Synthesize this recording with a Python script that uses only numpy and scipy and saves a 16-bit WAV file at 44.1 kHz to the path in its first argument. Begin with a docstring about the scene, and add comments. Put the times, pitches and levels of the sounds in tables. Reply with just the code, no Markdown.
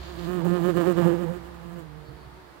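"""Outdoors, in soft air over a low hum, a far wasp buzzes briefly, left of centre. Close to the right
microphone another hovers in short surges: each wing beat gives three low tones, two snaps and puffs of
air. The feeding cluster rustles faintly in the first second, and from 0.4 s the near wasp's swerves
throw gusts at the microphone. Around 1.4 s a distant rush swells on the left and the far wasp returns.
From 1.8 s the near wasp slows its wings, then drifts away under two faint chirps and two soft bumps."""
import sys
import numpy as np
from scipy import signal
from scipy.fft import rfft, irfft
from scipy.io import wavfile

SR = 44100
rng = np.random.default_rng(int(sys.argv[2]) if len(sys.argv) > 2 else 0)


def to_wav(sig):
    """Store sig (one row per channel, or 1-D mono) as 16-bit WAV at the path in sys.argv[1].

    Samples outside -1..1 are clipped; the rate is SR.
    """
    pcm = np.clip(np.atleast_2d(sig), -1, 1) * 32767
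    pcm = np.round(pcm).astype(np.int16)
    wavfile.write(sys.argv[1], SR, pcm.T)  # frames by channels


N = 114660
T = np.arange(N) / SR


def from_db(db):
    """Decibels to gain."""
    return 10 ** (np.asarray(db) / 20)


def rms_one(x):
    """Scale to rms 1."""
    return x / np.sqrt(np.mean(x ** 2) + 1e-20)


def in_time(rows):
    """Each column of a curve at every sample."""
    times, *columns = np.transpose(rows)
    return [np.interp(T, times, column) for column in columns]


def drift(rate_hz):
    """A smooth random wander of rms about 1."""
    step, settle = 40, 2000
    pole = np.exp(-2 * np.pi * rate_hz * step / SR)
    white = rng.standard_normal(N // step + settle + 2)
    slow = signal.lfilter([1], [1, -2 * pole, pole * pole], white)[settle:]
    return np.interp(np.arange(N) / step, np.arange(len(slow)), rms_one(slow))


def coloured(x, colour):
    """Shape a sound by a spectrum that falls away beyond its ends; rms 1."""
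    hz, db = np.transpose(colour)
    f = np.maximum(np.arange(N + 1) * SR / (2 * N), 1)
    ends = np.minimum(f / hz[0], 1) ** 2 * np.minimum(hz[-1] / f, 1) ** 2
    gain = ends * from_db(np.interp(np.log(f), np.log(hz), db))
    return rms_one(irfft(rfft(x, 2 * N) * gain)[:N])


def noise(colour, gate=1):
    """Gated, coloured noise of rms 1."""
    return coloured(rng.standard_normal(N) * gate, colour)


def swell(peak_s, width_s):
    """A bell-shaped rise and fall; the width is its standard deviation."""
    return np.exp(-.5 * ((T - peak_s) / width_s) ** 2)


def bursts(rows):
    """The joint envelope of a table of short swells."""
    return np.sqrt(sum((from_db(db) * swell(s, width)) ** 2 for s, width, db in rows))


# Open air at the two microphones: (time [s], left level [dB], right level [dB])
AIR_LEVELS = [(0, -49, -45), (.22, -52.5, -42), (.55, -63, -41), (1.0, -58, -36), (1.45, -56, -44.5),
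              (1.9, -56.5, -48.5), (2.25, -55, -48), (2.6, -56, -47.5)]
# Its spectrum on each side: (frequency [Hz], relative level [dB])
AIR_LEFT_COLOUR = [(25, -26), (50, -3), (110, 4), (220, -8), (500, -3), (900, 3), (1500, 2), (2600, -5.5),
                   (4600, -5), (6000, -20), (10000, -20), (15000, -19)]
AIR_RIGHT_COLOUR = [(25, -34), (45, 0), (100, 5), (220, 3), (500, 1), (1000, 0), (1900, -6), (2700, -15),
                    (4500, -19), (6000, -24), (15000, -29)]

def outdoor_air():
    """Soft air all around, stronger at the right microphone."""
    return from_db(in_time(AIR_LEVELS)) * np.array([noise(AIR_LEFT_COLOUR), noise(AIR_RIGHT_COLOUR)])


# Hum in the background: (time [s], left level [dB], right level [dB])
HUM_LEVELS = [(0, -46, -40), (.2, -48, -43), (.55, -62, -48), (1.0, -69, -49), (1.5, -50.5, -45),
              (1.8, -60.5, -51), (2.27, -54.5, -47), (2.6, -60, -60.5)]

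def hum(pitch_hz=63.84, sway=0.0353, waver_db=3, octave_db=-10.5):
    """A wavering low hum with its octave, mostly on the right."""
    turns = np.cumsum(pitch_hz * (1 + sway * drift(12.6))) / SR
    tone = sum(from_db(db + waver_db * drift(15)) * np.sin(2 * np.pi * k * turns)
               for k, db in [(1, 0), (2, octave_db)])
    return rms_one(tone) * from_db(in_time(HUM_LEVELS))


# Flight of the wasp farther off: (time [s], wing beat [Hz], relative level [dB])
FAR_FLIGHT = [(0, 182.8, -59.5), (.4, 179.4, -79), (1.35, 180.1, -87), (1.52, 181, -60), (1.68, 172.4, -62),
              (1.77, 180.3, -60), (1.84, 177, -72), (2.04, 180.6, -63), (2.1, 175.7, -61.5),
              (2.26, 185.1, -54.5), (2.32, 172.1, -57.5), (2.4, 189.8, -56.5), (2.51, 169.1, -61.5),
              (2.6, 176.4, -64)]
# Partials of its buzz: (multiple of the wing beat, relative level [dB])
FAR_PARTIALS = [(1, -10), (2, 2.5), (4, -8.5), (5, -3), (6, -12), (7, -17)]

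def far_wasp(flutter=0.01317, waver_db=2, right_db=-6.5):
    """Wings beating at a distance, left of centre: a thin buzz led by the second partial."""
    beat_hz, level_db = in_time(FAR_FLIGHT)
    turns = np.cumsum(beat_hz * (1 + flutter * drift(30.7))) / SR
    buzz = sum(from_db(db + waver_db * drift(10)) * np.sin(2 * np.pi * k * turns)
               for k, db in FAR_PARTIALS)
    return np.sqrt(2) * buzz * from_db(level_db) * from_db([[0], [right_db]])


# Relative levels of the close wing tones: (time [s], first [dB], second [dB], third [dB])
TONE_LEVELS = [(0.0, -57, -51.5, -60), (0.04, -52.5, -55, -68), (0.1, -54.5, -45, -59),
               (0.17, -46, -47, -70), (0.19, -41, -37.5, -53), (0.22, -38.5, -42.5, -48),
               (0.26, -36, -39, -61), (0.29, -36, -33.5, -47), (0.31, -37.5, -34, -46.5),
               (0.38, -32.5, -31.5, -48), (0.42, -32.5, -39, -42.5), (0.47, -23, -30, -38),
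               (0.49, -28.5, -30.5, -60), (0.52, -24, -27.5, -36.5), (0.57, -35.5, -29, -38),
               (0.61, -29, -32, -51), (0.66, -29.5, -26.5, -35), (0.7, -31.5, -24, -33),
               (0.74, -35.5, -36.5, -47), (0.77, -27, -25, -32.5), (0.81, -32, -25, -33),
               (0.85, -37, -29.5, -42), (0.88, -27.5, -23, -29), (0.91, -29.5, -24.5, -32.5),
               (0.95, -38, -36.5, -48), (0.98, -27.5, -25.5, -32), (1.01, -28.5, -27, -30),
               (1.04, -25, -35, -63), (1.06, -19, -24.5, -30.5), (1.09, -30, -25, -30),
               (1.15, -35, -26, -38), (1.17, -34, -39.5, -39.5), (1.25, -35.5, -30, -42.5),
               (1.27, -32.5, -55, -40), (1.31, -30.5, -47, -37.5), (1.37, -49, -38, -55),
               (1.4, -48, -51.5, -62), (1.48, -54, -48, -60), (1.57, -49, -54.5, -61),
               (1.61, -48, -65, -58), (1.66, -44, -47, -58), (1.74, -42.5, -52.5, -58),
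               (1.78, -41, -45, -47), (1.81, -51, -45.5, -54), (1.84, -45.5, -59, -58),
               (1.88, -49, -56.5, -64), (1.96, -45.5, -57, -55.5), (2.02, -50, -66, -54),
               (2.11, -57, -53, -55), (2.2, -51, -59, -57), (2.26, -58, -59, -66), (2.3, -50, -53, -62)]

def wing_tones(turns, gain_db=0.65, waver_db=0.78, sway_turns=0.075):
    """The wing beat's three lowest harmonics, each wavering in level and timing."""
    tones = 0
    for k, db in enumerate(in_time(TONE_LEVELS), 1):
        amplitude = np.sqrt(2) * from_db(gain_db + db + waver_db * drift(27))
        tones += amplitude * np.sin(2 * np.pi * (k * turns + sway_turns * drift(16.7)))
    return tones


def clicks(turns, at_turn, jitter_s=.00002, spread_db=1.5):
    """One click per wing beat, a little uneven in time and strength."""
    beats = np.arange(1, int(turns[-1]) - 1)
    timing, strength = rng.standard_normal((600, 2))[:len(beats)].T
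    times = np.interp(beats + at_turn, turns, T) + jitter_s * timing
    samples = np.clip(times * SR, 0, N - 1).astype(int)
    return np.bincount(samples, from_db(spread_db * strength), N)


# Wing snaps at close range: (frequency [Hz], relative level [dB])
SNAP_COLOUR = [(450, -45), (600, 9.5), (700, 5), (900, 2.5), (1200, 4), (1750, -1.5), (2100, -13),
               (3000, -13), (4200, -20), (6000, -31.5)]
SNAP_TURN = .75   # where in the beat the stronger snap falls

def wing_snaps(turns, lead_turns=0.294, weak_db=-7, sweep_hz_per_s=3470000, gain_db=1):
    """A snap at each stroke reversal, weak then strong; its treble lags, so it sweeps upward."""
    reversals = clicks(turns, SNAP_TURN) + from_db(weak_db) * clicks(turns, SNAP_TURN - lead_turns)
    f = np.arange(N + 1) * SR / (2 * N)
    treble_lag = np.exp(-1j * np.pi * f ** 2 / sweep_hz_per_s)
    swept = irfft(rfft(reversals, 2 * N) * treble_lag)[:N]
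    return from_db(gain_db) * coloured(swept, SNAP_COLOUR)


# Churned air at close range: (frequency [Hz], relative level [dB])
CHURN_COLOUR = [(90, -14), (220, -10), (450, 6.5), (850, 4), (1600, -15), (2300, -15), (3500, -14.5),
                (6000, -53)]

def wing_churn(beat_hz, puffs, cruise_hz=174.7, cruise_db=-10.5, db_per_hz=0.5357):
    """Puffs of air that churn more as the wings slow."""
    return from_db(cruise_db + db_per_hz * (cruise_hz - beat_hz)) * noise(CHURN_COLOUR, puffs)


# Wing hiss at close range: (frequency [Hz], relative level [dB])
HISS_COLOUR = [(1500, -15), (3000, 14.5), (4200, -25.5), (6000, -3), (7200, 6.5), (10000, 0.5),
               (13000, 2.5), (15700, 6)]

def wing_hiss(puffs, crackle_db=2, gain_db=3):
    """The bright, crackling top of each puff of air."""
    return from_db(gain_db) * noise(HISS_COLOUR, puffs * from_db(crackle_db * drift(500)))


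# Flight of the wasp at the right microphone: (time [s], wing beat [Hz])
NEAR_BEAT = [(0.0, 178.1), (0.04, 172.3), (0.12, 179.9), (0.16, 161), (0.2, 176.9), (0.24, 171.6),
             (0.26, 164.0), (0.29, 176), (0.32, 181.6), (0.38, 179.3), (0.4, 166), (0.43, 160.6),
             (0.46, 182.4), (0.48, 173.2), (0.56, 178.7), (0.61, 167.1), (0.68, 181.6), (0.7, 181.1),
             (0.74, 155), (0.77, 176.7), (0.81, 174.4), (0.84, 161.3), (0.87, 181.2), (0.91, 180),
             (0.95, 155.6), (0.98, 177.4), (1.01, 174.8), (1.04, 163.5), (1.08, 176.3), (1.12, 163.5),
             (1.14, 177.5), (1.17, 165.9), (1.21, 179.4), (1.28, 162.8), (1.31, 173.4), (1.38, 177.8),
             (1.4, 165.6), (1.43, 169.4), (1.49, 175.5), (1.58, 169.6), (1.79, 171.5), (1.83, 157.5),
             (1.92, 149.7), (2.13, 155.1), (2.16, 151.9), (2.3, 149.3)]
# Force of its stroke, as relative levels: (time [s], rasp [dB], hiss [dB])
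STROKE_FORCE = [(0.0, -57, -77), (0.014, -60, -71.5), (0.084, -54.5, -69), (0.11, -55, -68),
                (0.254, -49, -60.5), (0.296, -43.5, -60), (0.338, -43.5, -56.5), (0.422, -45, -62.5),
                (0.438, -72, -74), (0.448, -44, -54), (0.57, -37.5, -60), (0.628, -55, -57.5),
                (0.64, -38.5, -54.5), (0.708, -36, -54), (0.73, -68, -65.5), (0.772, -33.5, -50.5),
                (0.798, -39, -57), (0.814, -35.5, -51.5), (0.846, -49, -55.5), (0.872, -34, -53),
                (0.894, -37.5, -54.5), (0.926, -39.5, -52.5), (0.936, -64, -74), (0.952, -59, -77),
                (0.972, -37, -55.5), (1.078, -39, -55), (1.184, -49, -64.5), (1.242, -43, -57),
                (1.258, -59.5, -66.5), (1.37, -50, -63.5), (1.402, -74, -79), (1.46, -57, -65.5),
                (1.528, -66, -81), (1.544, -58.5, -65.5), (1.608, -62, -80), (1.614, -66.5, -73),
                (1.73, -57, -66), (1.75, -67, -72), (1.794, -51.5, -62), (1.856, -75, -77),
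                (1.878, -83, -86), (1.9, -80, -79)]
PUFF_DEPTH_DB, RASP_OVER_HISS_DB = 4, 11.5
LEAVE_S, LEAVE_DB_PER_S = 2.122, 45

def near_wasp(flutter=.003, left_db=-54, right_db=5.5):
    """One wing beat drives tones, snaps and puffs of air, close on the right until the wasp leaves."""
    beat_hz, = in_time(NEAR_BEAT)
    rasp_db, hiss_db = in_time(STROKE_FORCE)
    turns = np.cumsum(beat_hz * (1 + flutter * drift(49.4))) / SR
    angle = 2 * np.pi * (turns - SNAP_TURN)   # the puffs peak with the stronger snap
    puffs = from_db(PUFF_DEPTH_DB * (np.cos(angle) + np.cos(2 * angle)) / np.sqrt(2))
    tones = wing_tones(turns)
    snaps = wing_snaps(turns)
    rasp_gain = from_db(np.maximum(rasp_db, hiss_db + RASP_OVER_HISS_DB))
    rasp = rasp_gain * (wing_churn(beat_hz, puffs) - snaps)
    hiss = from_db(hiss_db) * wing_hiss(puffs)
    leaving = from_db(-LEAVE_DB_PER_S * np.maximum(T - LEAVE_S, 0))
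    return (tones + rasp + hiss + swerve_gusts(puffs)) * leaving * from_db([[left_db], [right_db]])


# Rustles of the feeding cluster: (time [s], width [s], left level [dB])
RUSTLES = [(0.065, 0.055, -51), (.23, 0.054, -52), (0.522, 0.17, -58.5), (0.802, 0.17, -58)]
# Their spectrum: (frequency [Hz], relative level [dB])
RUSTLE_COLOUR = [(1200, -8), (2400, -6), (3300, -2), (4600, -2), (5600, -15.5), (7000, -10.5), (9000, -48)]

def cluster(grain_db=2, right_db=3):
    """Crawling wasps make brief grainy rustles, a little right of centre."""
    sides = [from_db(db) * noise(RUSTLE_COLOUR, from_db(grain_db * drift(92))) for db in (0, right_db)]
    return bursts(RUSTLES) * np.array(sides)


# Swerves of the near wasp: (time [s], width [s], relative level [dB])
SWERVES = [(.425, 0.015, -45), (.46, 0.013, -36), (.605, 0.021, -40.5), (.84, 0.02, -39),
           (1.05, 0.03, -37.5), (1.13, 0.029, -44.5), (1.2, .02, -46), (1.275, 0.034, -48)]
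# Spectrum of their gusts: (frequency [Hz], relative level [dB])
GUST_COLOUR = [(110, -8), (220, -8), (500, 4), (700, 4), (880, 12.5), (1100, -1), (2000, -26)]

def swerve_gusts(puffs):
    """Each swerve throws a rough gust at the microphone, pulsing with the wings."""
    return bursts(SWERVES) * noise(GUST_COLOUR, puffs)


# A rush in the distance: (frequency [Hz], relative level [dB])
RUSH_COLOUR = [(400, -42), (750, 7.5), (1000, 6.5), (1500, -12), (3000, -13)]

def distant_rush(peak_db=-52.5):
    """One slow swell of noise, on the left microphone only."""
    rush = from_db(peak_db) * swell(peak_s=1.4, width_s=0.35) * noise(RUSH_COLOUR)
    return rush * np.array([[1], [0]])


# Chirps in the background: (time [s], width [s], right level [dB])
CHIRPS = [(2.075, 0.024, -63), (2.21, 0.035, -65)]
# Their spectrum: (frequency [Hz], relative level [dB])
CHIRP_COLOUR = [(3600, -18), (4300, -2), (4500, 2), (4700, -7), (5300, -30)]

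def chirps(left_db=-3):
    """Two faint chirps of high, narrow-band noise, a little right of centre."""
    return bursts(CHIRPS) * noise(CHIRP_COLOUR) * from_db([[left_db], [0]])


# Bumps in the background: (time [s], width [s], right level [dB])
BUMPS = [(2.11, .02, -43.5), (2.27, 0.027, -44.5)]
# Their spectrum: (frequency [Hz], relative level [dB])
BUMP_COLOUR = [(60, -21), (105, -8), (135, -3), (200, -25)]

def bumps(left_db=-15):
    """Two soft bumps of low noise, well to the right."""
    return bursts(BUMPS) * noise(BUMP_COLOUR) * from_db([[left_db], [0]])


def scene():
    """Both wasps, the cluster and the background at the left and right microphones."""
    wasps = near_wasp() + far_wasp() + cluster()
    return wasps + chirps() + bumps() + hum() + distant_rush() + outdoor_air()


def record(dry):
    """A steep low-pass cuts the top treble of both microphones."""
    cutoff_hz = 15850
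    return signal.sosfilt(signal.ellip(12, .1, 80, cutoff_hz, fs=SR, output="sos"), dry)


dry = scene()
out = record(dry)
to_wav(out)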